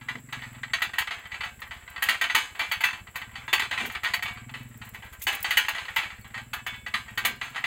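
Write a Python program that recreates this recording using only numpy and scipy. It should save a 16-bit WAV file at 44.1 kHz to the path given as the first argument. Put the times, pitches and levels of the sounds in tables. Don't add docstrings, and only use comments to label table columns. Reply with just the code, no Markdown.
import sys
import numpy as np
from scipy import signal
from scipy.fft import rfft, irfft
from scipy.io import wavfile
from scipy.ndimage import uniform_filter1d

SR = 44100
rng = np.random.default_rng(int(sys.argv[2]) if len(sys.argv) > 2 else 0)


def to_wav(sig):
    pcm = np.clip(np.atleast_2d(sig), -1, 1) * 32767
    pcm = np.round(pcm).astype(np.int16)
    wavfile.write(sys.argv[1], SR, pcm.T)


N = 337786

# start_s, peak_db, decay_s (scales the decay of spray and ring)
CLANKS = [(0.011, -34.5, 0.62), (0.085, -19, 0.34), (0.154, -25.5, 0.04), (0.325, -22, 0.37),
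          (0.418, -27.5, 0.5), (0.435, -30, 0.71), (0.632, -22, 0.12), (0.734, -10.5, 0.22),
          (0.819, -11.5, 0.35), (0.934, -23, 0.45), (0.983, -8, 0.35), (1.072, -21.5, 0.16),
          (1.108, -21.5, 0.53), (1.182, -33, 0.16), (1.254, -32, 0.16), (1.317, -25, 0.28),
          (1.342, -24, 0.28), (1.407, -20.5, 0.2), (1.434, -22, 0.46), (1.618, -26.5, 0.17),
          (1.709, -27, 0.99), (1.877, -31.5, 0.21), (1.961, -25.5, 0.12), (1.978, -26, 0.23),
          (2.022, -13, 0.72), (2.087, -8, 0.45), (2.212, -13.5, 0.32), (2.239, -16, 0.25),
          (2.298, -13.5, 0.35), (2.348, -6, 0.56), (2.549, -31, 0.48), (2.593, -16, 0.63),
          (2.613, -20, 0.64), (2.714, -15, 0.36), (2.806, -18.5, 0.42), (2.837, -8, 0.44),
          (2.93, -23.5, 0.28), (3.07, -35, 0.19), (3.156, -21, 0.47), (3.216, -26, 0.23), (3.354, -25, 1),
          (3.479, -22, 0.29), (3.529, -8, 0.25), (3.595, -15, 0.2), (3.62, -16, 0.43), (3.711, -17.5, 0.32),
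          (3.727, -19.5, 0.52), (3.776, -16, 0.66), (3.8, -19, 1), (3.851, -21.5, 0.061),
          (3.898, -25, 0.35), (3.95, -19, 0.2), (4.033, -18.5, 0.9), (4.046, -15, 0.15),
          (4.059, -17.5, 0.43), (4.084, -28, 0.28), (4.136, -11, 0.19), (4.224, -18.5, 0.19),
          (4.256, -22, 0.34), (4.281, -25.5, 0.47), (4.37, -32, 0.52), (4.493, -33, 0.11),
          (4.539, -26.5, 0.6), (4.815, -32.5, 0.37), (4.946, -29, 0.32), (5.022, -34, 0.77),
          (5.268, -13, 0.6), (5.326, -22, 1), (5.444, -14.5, 0.64), (5.507, -12, 0.51), (5.571, -8, 0.51),
          (5.683, -12, 0.29), (5.748, -22, 0.95), (5.78, -20.5, 0.8), (5.852, -27.5, 0.069),
          (5.882, -23, 0.74), (5.962, -10.5, 0.53), (6.031, -25, 0.41), (6.101, -27.5, 0.62),
          (6.244, -37, 0.4), (6.343, -24, 0.65), (6.376, -25, 0.26), (6.532, -20, 0.33), (6.664, -20, 0.4),
          (6.74, -30.5, 0.44), (6.863, -22, 0.25), (6.939, -13.5, 0.43), (7.081, -31.5, 0.82),
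          (7.175, -16, 0.4), (7.249, -10.5, 0.45), (7.413, -18, 0.79), (7.546, -28.5, 0.36),
          (7.559, -22, 0.37), (7.579, -20.5, 0.18), (7.64, -14, 0.62)]
STEEL_HZ = [722, 902, 985, 1290, 1572, 1872, 1978, 2048, 2230, 2256, 2354, 2639, 2946, 3125, 3464, 3522,
            3975, 4490, 5028, 6260]
# relative level_db, t60_s (before any damping by the grip)
STEEL = [(-24, 1.48), (-9.5, 0.17), (-27, 3.3), (-6, 0.14), (-9, 0.43), (5, 0.14), (4.5, 0.14), (9, 0.035),
         (-7, 0.47), (-10.5, 0.49), (-5.5, 0.26), (-5, 0.23), (-3.5, 0.11), (-1.5, 0.11), (-11, 0.44),
         (-9.5, 0.16), (-12, 0.22), (-6.5, 0.14), (-37, 0.59), (-20, 0.54)]


def undb(db):
    return 10 ** (np.asarray(db) / 20)


def level(x, db):
    rms = np.sqrt(np.mean(x ** 2, axis=-1, keepdims=True))
    return x * undb(db) / rms


def noise(shape, points, tilt_db=0., peaky_db=0.):
    size = shape[-1]
    octave = np.log2(np.maximum(np.fft.rfftfreq(size, 1 / SR), 1))
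    hz, db = np.transpose(points)
    gain_db = np.interp(octave, np.log2(hz), db, left=-80)
    gain_db = gain_db + tilt_db * np.clip(octave - np.log2(2000), -1.5, 1.5)
    bins = max(size // 512, 1)
    peaks = uniform_filter1d(rng.standard_normal(shape[:-1] + octave.shape), bins)
    gain_db = gain_db + peaky_db * np.sqrt(bins) * peaks
    white = rfft(rng.standard_normal(shape))
    return level(irfft(white * undb(gain_db), size), 0)


def band(x, hz, width):
    return signal.lfilter(*signal.iirpeak(hz, hz / width, fs=SR), x)


def walk(rate):
    k = int(SR / rate)
    held = np.repeat(rng.standard_normal(N // k + 1), k)
    return 1.3 * uniform_filter1d(uniform_filter1d(held, k), k)[:N]


def place(times, sounds):
    out = np.zeros(N + SR)
    for s, sound in zip(times, sounds):
        start = int(s * SR)
        out[start:start + len(sound)] += sound
    return out[:N]


def fall(t, t60, rise):
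    return (1 - np.exp(-t / rise)) * np.exp(-np.log(1000) * t / t60)


def grains(shape, spread_db, size=128):
    steps = rng.exponential(size=(shape[0], shape[1] // size))
    held = np.repeat(undb(spread_db * steps), size, axis=1)
    return level(uniform_filter1d(held, size // 2), 0)


def outdoors():
    # pitch_hz, relative level_db per Hz
    air_spectrum = [(25, 2), (60, -1), (120, -3), (300, -9), (550, -10), (800, -17), (2200, -10),
                    (3500, -24), (6000, -32), (9000, -23), (15000, -20)]
    air_db, insect_db = -57.5, -62
    air = noise((N,), air_spectrum) * undb(air_db + 1.2 * walk(3.5))
    chorus = band(band(rng.standard_normal(N), 7690.0, 600.0), 7600.0, 750.0)
    buzz_hz = 370 + 15 * walk(25)
    buzz = 1 + 0.19 * np.sin(2 * np.pi * np.cumsum(buzz_hz) / SR)
    return air + level(chorus * buzz, insect_db) * undb(1.3 * walk(9.1))


def thicket(count=48):
    hz_chance, t60_chance = rng.standard_normal((count, 2)).T
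    return np.linspace(680, 5300, count) + 30 * hz_chance, .36 * np.exp(.4 * t60_chance)


def clank(times, db, t60, minor, size=16384):
    # pitch_hz, relative level_db per Hz
    clank_spectrum = [(200, -19.5), (600, -19), (873, -12), (1480, -6), (1950, -6), (2800, -7), (3050, -9),
                      (4220, -15), (4600, -21.5), (5840, -31.5), (6480, -17), (12000, -32), (16500, -32)]
    spray_db, ring_db = -10, 1
    t = np.arange(size) / SR
    t60 = np.clip(t60, .04, .8)[:, None]
    tilt_db = 0.16 * (db[:, None] + 12.5)

    spray = noise((len(times), size), clank_spectrum, tilt_db, peaky_db=4.0)
    spray = spray * fall(t, .6 * t60, .0004) * undb(spray_db)
    spray = spray * grains(spray.shape, 0.94)

    steel_db, steel_t60 = np.transpose(STEEL)
    minor_hz, minor_t60 = minor
    colour_hz, colour_db = np.transpose(clank_spectrum)
    minor_db = np.interp(np.log(minor_hz), np.log(colour_hz), colour_db) - 1.5
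    hz = np.r_[STEEL_HZ, minor_hz]
    mode_db = np.r_[steel_db + ring_db, minor_db]
    ring_t60 = np.r_[steel_t60, minor_t60]

    chance = rng.standard_normal((len(times), len(hz), 2))
    gain = undb(mode_db + tilt_db * np.log2(hz / 2000)) * (chance[..., 0] + 1j * chance[..., 1])
    bank = np.exp(2j * np.pi * hz[:, None] * t) * fall(t, ring_t60[:, None], 0.0014)
    ring = (gain @ bank).imag / 4.33 * fall(t, 1.29 * t60, 0.000067)
    ring = ring * grains(ring.shape, 0.8, size=1024)

    blow = spray + ring
    peak = np.abs(blow).max(axis=1, keepdims=True)
    return place(times, blow / peak * undb(db)[:, None])


def rattle(minor, count=2):
    times, db, _ = np.repeat(CLANKS, count, axis=0).T
    delay, loss, when, strength = rng.random((len(times), 4)).T
    rebound_db = db - 13.0 - 6.0 * loss
    rebound = clank(times + .015 + .07 * delay, rebound_db, 0 * db + 0.06, minor, size=4096)
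    chatter_db = -45 + 6.0 * strength
    return rebound + clank(when * N / SR, chatter_db, 0 * db + 0.27, minor, size=4096)


def engine(size=8192):
    # time_s, firings_per_s
    speed = [(0, 21.07), (.28, 23.63), (.49, 19.62), (.65, 21.56), (1.12, 10.82), (1.54, 17.55),
             (2.15, 10.58), (3, 12.69), (3.5, 21.87), (4.12, 12.78), (4.54, 22.21), (5.01, 15.3),
             (5.75, 11.24), (5.98, 12.84), (6.45, 20.03), (7.12, 17.01), (7.29, 20.34), (7.66, 23.96)]
    # time_s, rms level_db
    load = [(0, -48.5), (.6, -50), (1.1, -59.5), (1.45, -55), (2, -62.5), (3.5, -53.5), (4.12, -52.5),
            (4.5, -44.5), (4.86, -48), (5.15, -56.5), (5.7, -59), (6.2, -50), (7.66, -53)]
    # pitch_hz (at 21 firings per s), t60_s, relative level_db
    exhaust = [(121.7, 0.098, 3.5), (236.2, 0.068, 0.5)]
    first_turn = .756
    thump_peak_db, thump_best_per_s, thump_droop_db = -53.5, 16.7, 0.26

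    rate = np.interp(np.arange(N) / SR, *np.transpose(speed))
    at = np.flatnonzero(np.diff(np.floor(first_turn + np.cumsum(rate) / SR)))
    fired = rate[at, None]
    t = np.arange(size) / SR
    warm = (fired / 21) ** 0.5
    pipe = sum(undb(db) * np.sin(2 * np.pi * hz * warm * t) * fall(t, t60, .009) for hz, t60, db in exhaust)
    soft_start = np.sin(np.pi * np.clip(t / .024, 0, .5))
    thump = np.sin(2 * np.pi * 72 * t) * fall(t, .08, .008) * soft_start

    pipe_db = np.interp(at / SR, *np.transpose(load))[:, None]
    thump_db = thump_peak_db - thump_droop_db * (fired - thump_best_per_s) ** 2
    scatter_db = rng.standard_normal((len(at), 2)) * [2.2, 2.6]
    pipe = pipe / np.sqrt(np.sum(pipe ** 2, axis=-1, keepdims=True) * fired / SR)
    thump = thump / np.sqrt(np.sum(thump ** 2, axis=-1, keepdims=True) * fired / SR)
    pipe = pipe * undb(pipe_db + scatter_db[:, :1])
    thump = thump * undb(thump_db + scatter_db[:, 1:])
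    return place(at / SR, pipe + thump)


def ticks(size=8192, count=90):
    # start_s, level_db (before the envelope)
    tooth_ticks = [(0.8205, -26.5), (0.9852, -22), (2.0248, -17), (2.0882, -22), (2.2134, -28.5),
                   (2.3491, -19), (2.592, -33), (2.7162, -26.5), (2.8075, -32), (2.8414, -23.5),
                   (3.1582, -29.5), (3.5304, -19.5), (3.5947, -29.5), (3.8585, -30), (3.92, -35),
                   (4.0357, -32), (4.1385, -25.5), (4.2263, -29), (5.1272, -38), (4.85, -43), (4.94, -41),
                   (5.1951, -41), (5.2185, -23.5), (5.2709, -24.5), (5.3258, -29), (5.5069, -23.5),
                   (5.5712, -15.5), (5.685, -27), (5.9618, -24), (6.534, -27.5), (6.6662, -31.5),
                   (7.1766, -27.5), (7.2514, -13.5)]
    # start_s, level_db (before the envelope)
    dry_clicks = [(0.328, -33), (1.6038, -30), (1.901, -30), (4.7745, -35), (4.891, -28), (5.238, -16),
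                  (5.35, -17), (5.4045, -27), (5.428, -13.5)]
    # pitch_hz, relative level_db per Hz
    tick_spectrum = [(2000, -5), (5800, -18.5), (6500, -6.5), (9500, -13.5), (12000, -6.5), (14500, -5),
                     (15800, -6.5)]
    # pitch_hz, relative level_db per Hz
    click_spectrum = [(4000, -24), (9000, -10), (16000, 0)]

    chance = rng.random((count, 2))
    grit = np.c_[chance[:, 0] * N / SR, -49 + 10.5 * chance[:, 1]]
    times, db = np.transpose(np.r_[tooth_ticks, dry_clicks, grit])
    tick_count, dry_count = len(tooth_ticks), len(dry_clicks) + count
    tail_t60 = np.repeat([0.11, 0.03], [tick_count, dry_count])[:, None]
    t = np.arange(size) / SR
    bright = noise((tick_count, size), tick_spectrum, peaky_db=3.0)
    dry_grit = noise((dry_count, size), click_spectrum, peaky_db=3.0)
    click = 0.72 * fall(t, 0.004, .0001)
    tail = 0.57 * fall(t, tail_t60, 0.0021) * grains((len(times), size), 1.4)
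    return place(times, np.r_[bright, dry_grit] * (click + tail) * undb(db)[:, None])


def knocks(size=8192):
    # start_s, length_s, level_db (rms before the swell and fade)
    hollow_knocks = [(0.142, 0.062, -45), (3.779, 0.14, -43), (7.2, 0.2, -49.5)]
    times, length, db = np.transpose(hollow_knocks)
    t = np.arange(size) / SR
    rough = rng.standard_normal((len(times), size))
    hollow = level(band(rough, 233.0, 37.0) + 0.29 * band(rough, 360.0, 66.0), 0)
    arch = np.sin(np.pi * np.clip(t / length[:, None], 0, 1))
    return place(times, hollow * arch * undb(db)[:, None])


def singing(size=16384):
    # start_s, pitch_hz, level_db
    sung_modes = [(.82, 3522, -30), (2.213, 1872, -20), (2.213, 2354, -28), (2.349, 902, -22),
                  (2.595, 2354, -22), (2.839, 2639, -18), (2.714, 4490, -31), (3.48, 3522, -28),
                  (3.53, 4490, -21), (4.07, 2256, -43), (4.137, 722, -50), (4.226, 1978, -29),
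                  (4.226, 2256, -28.5), (4.25, 3522, -35), (5.268, 2946, -14), (5.509, 1872, -26),
                  (5.569, 2946, -10.5), (5.961, 2639, -25), (5.962, 2256, -29), (5.963, 1872, -21),
                  (6.351, 1872, -29), (6.665, 2230, -32.5), (6.665, 3464, -39)]
    times, hz, db = np.transpose(sung_modes)[:, :, None]
    mode = np.abs(hz - STEEL_HZ).argmin(axis=1)
    hz = np.take(STEEL_HZ, mode)[:, None]
    t60 = np.array(STEEL)[mode, 1:]
    t = np.arange(size) / SR
    tone = np.sin(2 * np.pi * hz * t) * fall(t, t60, 0.0081)
    return place(times[:, 0], undb(db) * tone * grains((len(hz), size), 1.5, size=1024))


def chirps(size=2048):
    # start_s, pitch_hz (at the onset), level_db (before the envelope)
    whistles = [(6.163, 4370, -56), (6.212, 4430, -54)]
    times, hz, db = np.transpose(whistles)[:, :, None]
    t = np.arange(size) / SR
    tone = np.sin(2 * np.pi * hz * t * (1 - .6 * t)) * fall(t, 0.084, 0.0027)
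    return place(times[:, 0], undb(db) * tone * grains((len(hz), size), 3.0))


def scene():
    minor = thicket()
    wrench = clank(*np.transpose(CLANKS), minor) + rattle(minor) + singing() + ticks() + knocks()
    return (wrench + engine() + outdoors() + chirps())[None]


def record(dry):
    return signal.sosfilt(signal.ellip(10, .2, 85, 15750, fs=SR, output="sos"), dry)


dry = scene()
out = record(dry)
to_wav(out)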